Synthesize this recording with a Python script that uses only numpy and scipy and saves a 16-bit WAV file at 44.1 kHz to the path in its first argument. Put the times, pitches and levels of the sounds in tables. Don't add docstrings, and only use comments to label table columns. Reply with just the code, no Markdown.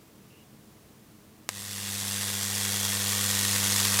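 import sys
import numpy as np
from scipy import signal
from scipy.fft import rfft, irfft, next_fast_len
from scipy.io import wavfile
from scipy.ndimage import map_coordinates

SR = 44100
rng = np.random.default_rng(int(sys.argv[2]) if len(sys.argv) > 2 else 0)


def unload_audio(sound):
    columns = np.transpose(np.atleast_2d(sound))
    steps = np.round(np.clip(columns, -1, 1) * 32767)
    wavfile.write(sys.argv[1], SR, steps.astype(np.int16))


N = 176400

SUPPLY_ON_S = 1.4909
BURST_HZ = 100.0
REF_STRENGTH_DB = -27.5


def amp(db):
    return 10 ** (np.asarray(db) / 20)


def unit(x):
    return x / np.sqrt(np.mean(x ** 2) + 1e-20)


def along(points, hz):
    knots_hz, values = np.transpose(points)
    return np.interp(np.log(hz + 1), np.log(knots_hz + 1), values)


def filtered(x, response):
    size = next_fast_len(N + SR // 2)
    return irfft(rfft(x, size) * response(np.fft.rfftfreq(size, 1 / SR)), size)[:N]


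def noise(spectrum):
    return unit(filtered(rng.standard_normal(N), lambda hz: amp(along(spectrum, hz))))


def wobble(knots_per_s):
    return map_coordinates(rng.standard_normal(N // 100), [np.arange(N) * knots_per_s / SR], mode="wrap")


def echoes(x, t60_s):
    t = np.arange(SR // 3) / SR
    tail = rng.standard_normal(len(t)) * amp(-60 * t / t60_s)
    return signal.fftconvolve(x, tail / np.linalg.norm(tail))[:N]


def background(t, air_db=-54, whine_hz=14993, whine_db=-73):
    # (frequency [Hz], relative level [dB])
    air_spectrum = [(15, -43), (25, -15), (53, -15.5), (70, -10.5), (129, -3), (174, -7), (210, 0),
                    (270, -12.5), (315, -3.5), (370, -14.5), (430, -8.5), (480, -14.5), (764, -19.5),
                    (1150, -20), (1400, -23.5), (2310, -25), (3360, -26.5), (13300, -29.5), (15600, -32.5)]
    # (start [s], length [s], pitch [Hz], level [dB])
    chirp_events = [(.2, .07, 2640, -73), (.298, .14, 2720, -64.2)]
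    whine = amp(whine_db) * np.sin(2 * np.pi * whine_hz * t)
    air = amp(air_db) * noise(air_spectrum)
    chirps = sum(chirp(t, *event) for event in chirp_events)
    return air + np.sqrt(2) * (whine + chirps)


def chirp(t, start_s, length_s, hz, db, rise_hz_per_s=800, jitter_hz=900, edge_s=0.01):
    age_s = t - start_s
    pitch_hz = hz + rise_hz_per_s * age_s + jitter_hz * rng.standard_normal(N)
    envelope = np.clip(np.minimum(age_s, length_s - age_s) / edge_s, 0, 1)
    return amp(db) * envelope * np.sin(2 * np.pi * np.cumsum(pitch_hz) / SR)


def click(spectrum, size=2048):
    cepstrum = irfft(np.log(amp(along(spectrum, np.fft.rfftfreq(size, 1 / SR)))))
    cepstrum[1:size // 2] *= 2
    cepstrum[size // 2 + 1:] = 0
    return irfft(np.exp(rfft(cepstrum)))


def spark(gain_db=3.9, echo_db=-9.5):
    # (frequency [Hz], relative level [dB])
    spark_spectrum = [(40, -13), (150, -5), (300, 1), (900, -0.8), (2000, -1.8), (3500, -1), (8000, -3),
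                      (11000, -6.5), (15500, -14), (17000, -30)]
    pulse = click(spark_spectrum)
    snap = np.zeros(N)
    snap[round(SUPPLY_ON_S * SR):][:len(pulse)] = -amp(gain_db) * pulse
    return snap + amp(echo_db) * echoes(snap, t60_s=0.009)


def bursts(t, crest_s=0.0024, onset_share=0.14, exponent=0.99, glow=0.33, spread_db=1.0):
    half_waves = (t - crest_s) * BURST_HZ
    voltage = np.abs(np.cos(np.pi * half_waves))
    excess = np.clip((voltage - onset_share) / (1 - onset_share), 0, 1)
    scatter = rng.standard_normal(N // 100)[np.round(half_waves).astype(int)]
    return unit(glow + excess ** exponent * amp(spread_db * scatter))


def streamer_colour(cracks, strength_db, darken_hz=12800, darken_db_per_db=0.063, size=1024):
    # (frequency [Hz], relative level [dB])
    low_spectrum = [(25, -31), (70, -10), (150, -10), (350, -14.5)]
    high_spectrum = [(350, -12), (600, -8), (820, -7.5), (980, -5.5), (1110, -6), (1340, -7), (1670, -4),
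                     (1860, -3.5), (2160, -4), (2440, -5.5), (3390, -2), (4210, -1.5), (7470, -0.4),
                     (9500, -1.55), (11700, -5), (14000, -8.5), (15600, -14.5)]
    # (centre [Hz], half-width [Hz], lift [dB])
    bench_modes = [(1130, 34, 4), (1888, 53, 5.5), (2750, 130, 3.5), (3350, 66, 1.5), (3540, 200, 2.5),
                   (7900, 220, -0.5)]
    drift_share, sway_db, drift_per_s = 0.018, 2, 7
    hz, frame_s, spectra = signal.stft(cracks, SR, nperseg=size)
    hz = hz[:, None]
    frames = np.minimum(frame_s * SR, N - 1).astype(int)
    top_shelf = 1 / (1 + (darken_hz / (hz + 1)) ** 8)
    loss_db = darken_db_per_db * top_shelf * (strength_db[frames] - REF_STRENGTH_DB)
    gain_db = along(list(low_spectrum) + list(high_spectrum), hz) - loss_db
    for centre_hz, half_width_hz, lift_db in bench_modes:
        moved_hz = centre_hz * (1 + drift_share * wobble(drift_per_s)[frames])
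        peak_db = lift_db * amp(sway_db * wobble(drift_per_s)[frames])
        gain_db += peak_db / (1 + ((hz - moved_hz) / half_width_hz) ** 2)
    return unit(signal.istft(spectra * amp(gain_db), SR, nperseg=size)[1][:N])


def sizzle(t, strength_db, streamers_per_s=32000, spread_db=2.0, gain_db=0.5, body_db=-13.5):
    # (time [s], flare strength [dB])
    flares = [(1.782, 1), (2.212, 2.5), (2.652, 3.5), (3.212, 3.5), (3.452, 2.5), (3.56, 5), (3.642, 3.5),
              (3.712, 2.5), (3.782, 2.5), (3.802, 4.5), (3.852, 6.5), (3.873, 4), (3.942, 4), (3.992, 5)]
    # (frequency [Hz], relative level [dB])
    body_spectrum = [(40, -38), (200, -11), (600, -16), (1500, -2.5), (1850, -1), (2300, -8), (3000, 3.5),
                     (7000, -16), (16000, -35)]
    sizes = rng.standard_normal(N) * amp(spread_db * rng.standard_normal(N))
    fires = rng.random(N) < streamers_per_s / SR
    fizz = streamer_colour(sizes * fires, strength_db)
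    flare = amp(sum(db * (np.abs(t - time_s) < 0.5 / BURST_HZ) for time_s, db in flares))
    body = amp(body_db) * (flare ** 2 - 1) * noise(body_spectrum)
    return amp(strength_db + gain_db) * bursts(t) * (np.sqrt(flare) * fizz + body)


def room(x, positions=6, t60_s=0.06):
    place = np.linspace(0, positions - 1, N)
    fades = (np.sqrt(np.clip(1 - np.abs(place - k), 0, 1)) for k in range(positions))
    return sum(echoes(x * fade, t60_s) for fade in fades)


def hum(t, strength_db, gain_db=-39.5, growth_db_per_db=0.92, delay_s=0.00025, waver_db=1.4):
    # (multiple of the burst rate, relative level [dB])
    partials = [(1, 1.5), (2, -0.6), (3, -18), (4, -15.5), (5, -12.5), (6, -29), (7, -21)]
    wave = 0
    for multiple, db in partials:
        k = round(multiple)
        level_db = db + waver_db * (k > 2) * wobble(knots_per_s=12)
        wave += amp(level_db) * np.cos(2 * np.pi * k * BURST_HZ * (t - delay_s))
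    return np.sqrt(2) * wave * amp(gain_db + growth_db_per_db * (strength_db - REF_STRENGTH_DB))


def scene(flutter_db=0.25, room_db=-12.5):
    # (time [s], level [dB])
    strength_curve = [(1.51, -45.5), (1.55, -42), (1.82, -36), (2.17, -32), (2.47, -32), (2.59, -30.5),
                      (3.76, -26.5)]
    t = np.arange(N) / SR
    live = t > SUPPLY_ON_S
    strength_db = np.interp(t, *np.transpose(strength_curve))
    snap = spark()
    unsteady_db = strength_db + flutter_db * wobble(knots_per_s=70)
    discharge = snap + live * sizzle(t, unsteady_db)
    reflections = amp(room_db) * room(discharge)
    return (discharge + reflections + live * hum(t, strength_db) + background(t))[None]


def record(dry, cutoff_hz=15850):
    return filtered(dry[0], lambda hz: hz < cutoff_hz)[None]


dry = scene()
out = record(dry)
unload_audio(out)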